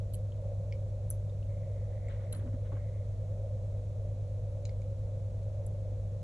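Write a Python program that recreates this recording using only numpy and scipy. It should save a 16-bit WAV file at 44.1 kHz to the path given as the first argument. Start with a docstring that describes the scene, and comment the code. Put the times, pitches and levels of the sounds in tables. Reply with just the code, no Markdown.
"""Tweezers at a workshop bench

Mains hum and running motors beat against each other in a quiet room, over the whirr of a small fan.
Near the stereo microphone, steel tweezers tick, tap and slide faintly on a part, ringing its modes.
A hand shifts it with soft scuffs and bumps, and its light frame knocks hollowly on the bench.
Ticks, taps and knocks arrive with one reflection off the bench top and a short room tail."""
import sys
import numpy as np
from scipy import signal
from scipy.fft import rfft, irfft, next_fast_len
from scipy.io import wavfile
from scipy.ndimage import uniform_filter1d

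SR = 44100
rng = np.random.default_rng(int(sys.argv[2]) if len(sys.argv) > 2 else 0)


def generate_wav(signal):
    """Clip the signal to [-1, 1] and save it as 16-bit WAV at the path in sys.argv[1]."""
    frames = np.transpose(np.atleast_2d(signal))
    scaled = np.clip(frames, -1, 1) * 32767
    pcm = np.round(scaled).astype(np.int16)
    wavfile.write(sys.argv[1], SR, pcm)


N = 274743
TIME = np.arange(N) / SR


def gain_of(db):
    """Decibels to amplitude."""
    return 10 ** (np.asarray(db) / 20)


def unit_rms(x):
    """Scales to an rms of one."""
    return x / np.sqrt(np.mean(x ** 2) + 1e-30)


def curve_at(points, hz):
    """Joins (Hz, value) points on a log-frequency axis."""
    point_hz, value = np.transpose(points)
    return np.interp(np.log(hz + 1), np.log(point_hz + 1), value)


def add(mix, start_s, sound):
    """Mixes a stereo sound in at start_s."""
    span = mix[:, round(start_s * SR):][:, :sound.shape[1]]
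    span += sound[:, :span.shape[1]]


def noise(spectrum):
    """Stereo noise of the given dB per Hz, falling steeply above the last point."""
    # likeness of the microphone's two sides, high in the bass: frequency_hz, correlation
    likeness = [(35, 0.7), (150, 1), (270, 0.67), (570, 1), (1200, -0.13), (2200, 0.74), (2900, -0.3),
                (3800, 0.59), (4900, -0.48), (6100, 0.9), (7300, 0.031), (9100, -0.75), (10600, 0.52)]
    size = next_fast_len(N)
    hz = np.fft.rfftfreq(size, 1 / SR)
    colour = gain_of(curve_at(spectrum, hz)) / np.maximum(hz / spectrum[-1][0], 1) ** 10
    mid, side = rfft(rng.standard_normal((2, size))) * np.sqrt(SR) / 2
    correlation = np.clip(curve_at(likeness, hz), -1, 1)
    mid, side = mid * np.sqrt(1 + correlation), side * np.sqrt(1 - correlation)
    return irfft(np.array([mid + side, mid - side]) * colour, size)[:, :N]


def drift(fastest_hz):
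    """Slow random wandering of unit rms."""
    rates = np.geomspace(fastest_hz / 10, fastest_hz, num=10)
    return unit_rms(sum(np.sin(2 * np.pi * (hz * TIME + rng.random())) / np.sqrt(hz) for hz in rates))


def hum(waver_rad=0.02, lag_s=0.0001):
    """Nearly pure tones of the mains and motors, whose close spacing makes the hum throb."""
    # the mains (first row), then each motor: rate_hz, [(multiple, rms_db), ...]
    machines = [ (50.025, [(1, -61.9), (2, -36.4)]), (30.08, [(1, -52.8), (1.5, -55.9), (2, -51.3),
                (3, -61.7)]), (29.997, [(16, -68.1), (17, -65)]), (48.18, [(1, -47.7), (3, -64.9)]),
                (38.48, [(2, -53.7), (3, -63.5)]), (33.94, [(2, -61.7)]), (54.43, [(2, -49.6)]),
                (63.0, [(1, -61.6), (2, -61.4), (4, -74.8)])]
    tones = [(rate * multiple, db) for rate, orders in machines for multiple, db in orders]
    phases = rng.uniform(0, 2 * np.pi, len(tones))
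    waver = waver_rad * drift(fastest_hz=0.78)
    arrival = TIME + lag_s * np.array([[-1], [1]])  # reaches the right side a little sooner
    return np.sqrt(2) * sum(gain_of(db) * np.sin(2 * np.pi * hz * arrival + phase + waver)
                            for (hz, db), phase in zip(tones, phases))


def room_tone(swell_db=1.06):
    """Machine rumble, the gently swelling whirr of the fan, and hiss."""
    # low noise of the machines: frequency_hz, density_db
    rumble = [(15, -97.5), (28, -79.1), (38, -70.8), (48, -66.1), (75, -68.4), (100, -67.3), (122, -67.5),
              (134, -73.0), (146, -70.4), (166, -69.9), (186, -79), (250, -85.6), (330, -88.2),
              (420, -84.6)]
    # the fan's air noise, peaking in its housing: frequency_hz, density_db
    whirr = [(250, -120), (450, -85.5), (492, -74.5), (552, -71.5), (592, -74.5), (637, -79.5), (692, -86),
             (785, -92), (885, -99.5), (1010, -102.5)]
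    # faint hiss: frequency_hz, density_db
    hiss = [(1150, -100.5), (1400, -104.4), (1750, -108.6), (2250, -108.2), (2900, -109.1), (3800, -109.5),
            (4900, -111.6), (5900, -111.9), (7200, -109.7), (8200, -111.8), (9100, -115), (10600, -115),
            (11300, -123)]
    swell = gain_of(swell_db * drift(fastest_hz=6.1))
    return noise(rumble) + swell * noise(whirr) + noise(hiss)


def favour(modes, bright_hz, focus_db):
    """Each mode's share of a contact: down by focus_db per octave squared away from bright_hz."""
    octaves = np.log2(np.transpose(modes)[0] / bright_hz)
    return gain_of(-focus_db * octaves ** 2)


def strike(modes, shares, scrape_ms, spread_rad, grit, rise_ms, pitch=1):
    """A blow and a tiny scrape drive damped modes, each by its share; the click peaks at one."""
    t = np.arange(4096) / SR
    hz, width_hz, db = np.transpose(modes)[:, :, None]
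    age = t / (scrape_ms / 1000)
    scrape = rng.standard_normal(len(t)) * age * np.exp(-2 * age)
    force = (t == 0) + grit * scrape / np.linalg.norm(scrape)
    envelope = shares[:, None] * gain_of(db) * np.exp(-np.pi * width_hz * t)
    envelope *= np.minimum(t / (rise_ms / 1000), 1)
    phase = 2 * np.pi * hz * pitch * t
    ring = np.array([(envelope * np.sin(phase + side * spread_rad)).sum(0) for side in (-1, 1)])
    click = signal.fftconvolve(ring, force[None], axes=1)
    return click / abs(click).max()


def reflections(x, echo_s, echo_db, room_db, t60_s):
    """The microphone hears the direct sound, one bounce off the bench top, then the room's tail."""
    t = np.arange(SR // 3) / SR
    tail = rng.standard_normal((2, len(t))) * gain_of(-60 * t / t60_s) * (t > echo_s)
    response = gain_of(room_db) * tail / np.linalg.norm(tail[0])
    response[:, 0] += 1
    response[:, round(echo_s * SR)] += gain_of(echo_db)
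    return signal.fftconvolve(x, response, axes=1)[:, :N]


def tweezer_ticks():
    """The steel tips click grittily; the grip shifts their pitch."""
    # clicks of the tips: start_s, dry_peak_db, scrape_ms, bright_hz, focus_db_per_octave2, pitch_ratio
    ticks = [(0.1352, -41.5, 3, 11000, -0.5, 1.02), (0.1428, -37, 1.8, 10000, -2.5, 1.02),
             (0.1495, -41, 2.7, 11000, 3, .975), (1.1029, -23.5, 1, 11600, 34, 1.024),
             (1.109, -43, 1.4, 9500, 6, .99), (2.0855, -55, 1, 7300, 124, 0.93),
             (2.3256, -31, 2.9, 6430, 2, 0.98), (2.347, -46, 2.5, 4000, 8, 1),
             (2.351, -49, 19, 10200, 45, 0.93), (5.663, -45, 2.2, 8050, 52, 0.995)]
    # resonances of the tips: pitch_hz, width_hz, level_db
    tip_modes = [(3150, 400, -11), (4100, 400, -9), (7100, 350, -14), (7900, 330, -6), (9650, 400, -6),
                 (10450, 430, 6), (10950, 420, 4), (12000, 400, -12)]
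    out = np.zeros((2, N))
    for start_s, peak_db, scrape_ms, bright_hz, focus_db, pitch in ticks:
        shares = favour(tip_modes, bright_hz, focus_db)
        tick = strike(tip_modes, shares, scrape_ms, spread_rad=0.99, grit=2.7, rise_ms=0.7, pitch=pitch)
        add(out, start_s, gain_of(peak_db) * tick)
    return reflections(out, echo_s=0.0023, echo_db=-9, room_db=-14, t60_s=0.13)


def tweezer_taps():
    """Duller taps on the held part spare modes with a node at the contact; the grip shifts the pitch."""
    # taps along the part: start_s, dry_peak_db, bright_hz, focus_db_per_octave2, place_0_1, pitch_ratio
    taps = [(0.3205, -53.5, 3050, 120, .25, 1.03), (0.724, -38.5, 2500, 6.5, 0.315, 1.01),
            (1.1083, -44, 6100, 60, .29, 1.16), (1.296, -58.5, 3400, 28, 0.25, .92),
            (1.4275, -56.5, 3000, 130, .25, 0.94), (2.0837, -47, 2000, 17, .5, .935),
            (4.653, -38.5, 5600, 2.5, 0.21, 1.018), (4.6926, -46, 3220, 19, 0.37, 0.95),
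            (4.818, -54.5, 3500, -2, .4, 1.03)]
    # resonances of the part: pitch_hz, width_hz, level_db
    part_modes = [(2260, 170, -1), (3000, 260, -9), (4030, 340, 4), (4620, 380, 2), (5330, 220, 1),
                  (6380, 480, 6), (6680, 520, 5), (8500, 480, -7)]
    orders = 1 + np.arange(len(part_modes))
    out = np.zeros((2, N))
    for start_s, peak_db, bright_hz, focus_db, place, pitch in taps:
        shares = favour(part_modes, bright_hz, focus_db) * abs(np.sin(np.pi * place * orders))
        tap = strike(part_modes, shares, scrape_ms=0.91, spread_rad=0.53, grit=0.39, rise_ms=1.25,
                     pitch=pitch)
        add(out, start_s, gain_of(peak_db) * tap)
    return reflections(out, echo_s=0.0041, echo_db=-8.5, room_db=-7, t60_s=0.14)


def grains(depth_db, samples):
    """The fast random flutter in level that makes friction grainy."""
    return gain_of(depth_db * unit_rms(uniform_filter1d(rng.standard_normal(N), size=samples)))


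def hand_scuffs(rise_share=0.11):
    """The shifting hand rubs in short grainy strokes that rise quickly and fade; the first, brief stroke
    instead gives a loud tick of the tips its low body."""
    # strokes of the hand, after a first brief one that is the low body of the tick at 1.1 s: start_s, length_s,
    # level_db, tilt_db_per_octave
    scuffs = [(1.104, 0.013, -58, -6), (2.089, 0.097, -60.5, 3), (2.196, 0.097, -65, 0),
              (2.323, 0.13, -61.5, 0.5), (2.457, 0.047, -60, -7.5), (2.528, 0.039, -64, -4),
              (2.651, 0.039, -64, 1), (2.715, 0.079, -64, -1.5)]
    # spectrum of the rubbing: frequency_hz, relative_db
    rub = [(130, -10), (250, -13), (420, -16), (770, 3), (1100, 6.5), (1500, 7), (2150, -0.5), (2450, -5),
           (3000, -3.5), (4000, -8)]
    out = np.zeros((2, N))
    roughness = grains(depth_db=2, samples=150)
    for start_s, length_s, db, tilt_db in scuffs:
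        corners_s = [start_s, start_s + rise_share * length_s, start_s + length_s]
        stroke = np.sqrt(np.interp(TIME, corners_s, [0, 1, 0]))
        colour = [(hz, level + tilt_db * np.log2(hz)) for hz, level in rub]
        out += gain_of(db) * stroke * unit_rms(roughness * noise(colour))
    return out


def resonate(x, hz, width_hz):
    """A resonance of gain one that follows the curve hz."""
    turn = np.exp(2j * np.pi * np.cumsum(hz) / SR)
    pole = np.exp(-np.pi * width_hz / SR)
    return 2 * (turn * signal.lfilter([1 - pole], [1, -pole], x / turn)).real


def tweezer_slide(width_hz=550):
    """Fine friction grains sing in one resonance of the part, which shifts as the contact moves."""
    # the tips' light path along the part: time_s, level_db, ring_hz
    path = [(1.478, -92, 2150), (1.49, -74.5, 2130), (1.70, -76, 2070), (1.86, -73, 1950),
            (2.07, -71, 2070), (2.11, -68, 2100), (2.24, -73, 2010), (2.31, -73, 1940), (2.56, -89, 2150),
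            (2.78, -70.5, 2100), (2.99, -75, 1990), (3.1, -85, 2000), (3.35, -88, 2050)]
    time_s, db, hz = np.transpose(path)
    friction = noise([(1200, 0), (2300, 0)]) * grains(depth_db=4.5, samples=90)
    ring_hz = np.interp(TIME, time_s, hz)
    ring = resonate(resonate(friction, ring_hz, width_hz), ring_hz, width_hz)
    return gain_of(np.interp(TIME, time_s, db, left=-np.inf, right=-np.inf)) * unit_rms(ring)


def hand_bumps():
    """Soft dragging bumps of the hand sound the low modes of the bench top."""
    # the hand meeting the bench: start_s, peak_db, bright_hz, drag_ms
    bumps = [(2.355, -47, 212, 21), (2.385, -46, 310, 25), (2.434, -43.5, 243, 12), (2.458, -40.5, 282, 9),
             (2.474, -49, 245, 15), (2.536, -39, 243, 6.5), (2.723, -43, 293, 9.6), (4.84, -51, 247, 16),
             (5.915, -52, 217, 9)]
    # resonances of the bench top: pitch_hz, width_hz, level_db
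    bench_modes = [(202, 46, -2), (249, 41, 4), (288.6, 41.5, -0.5), (407, 47, 3)]
    out = np.zeros((2, N))
    for start_s, peak_db, bright_hz, drag_ms in bumps:
        shares = favour(bench_modes, bright_hz, focus_db=28)
        bump = strike(bench_modes, shares, drag_ms, spread_rad=0.085, grit=1.24, rise_ms=11.3)
        add(out, start_s, gain_of(peak_db) * bump)
    return out


def frame_knocks():
    """The light frame rings hollowly as it shifts on the bench."""
    # the frame meeting the bench: start_s, dry_peak_db, bright_hz
    knocks = [(2.474, -53, 1730), (2.7202, -45, 1100), (2.729, -49, 1000), (2.767, -48.5, 1600)]
    # resonances of the frame: pitch_hz, width_hz, level_db
    frame_modes = [(880, 190, 4), (1100, 200, 0.5), (1436, 220, -6), (2080, 310, -10), (2850, 190, -12)]
    out = np.zeros((2, N))
    for start_s, peak_db, bright_hz in knocks:
        shares = favour(frame_modes, bright_hz, focus_db=13)
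        knock = strike(frame_modes, shares, scrape_ms=3.5, spread_rad=0.43, grit=1.05, rise_ms=1.4)
        add(out, start_s, gain_of(peak_db) * knock)
    return reflections(out, echo_s=0.00365, echo_db=-13, room_db=-6.5, t60_s=0.17)


def scene():
    """The steady workshop behind the small, close sounds of the work."""
    return (hum() + room_tone() + tweezer_ticks() + tweezer_taps()
            + hand_scuffs() + tweezer_slide() + hand_bumps() + frame_knocks())


def record(dry, edge_hz=12300):
    """The recorder cuts off the top of the treble."""
    lowpass = signal.firwin(511, edge_hz, window=("kaiser", 9), fs=SR)
    return signal.oaconvolve(dry, lowpass[None], "same")


dry = scene()
out = record(dry)
generate_wav(out)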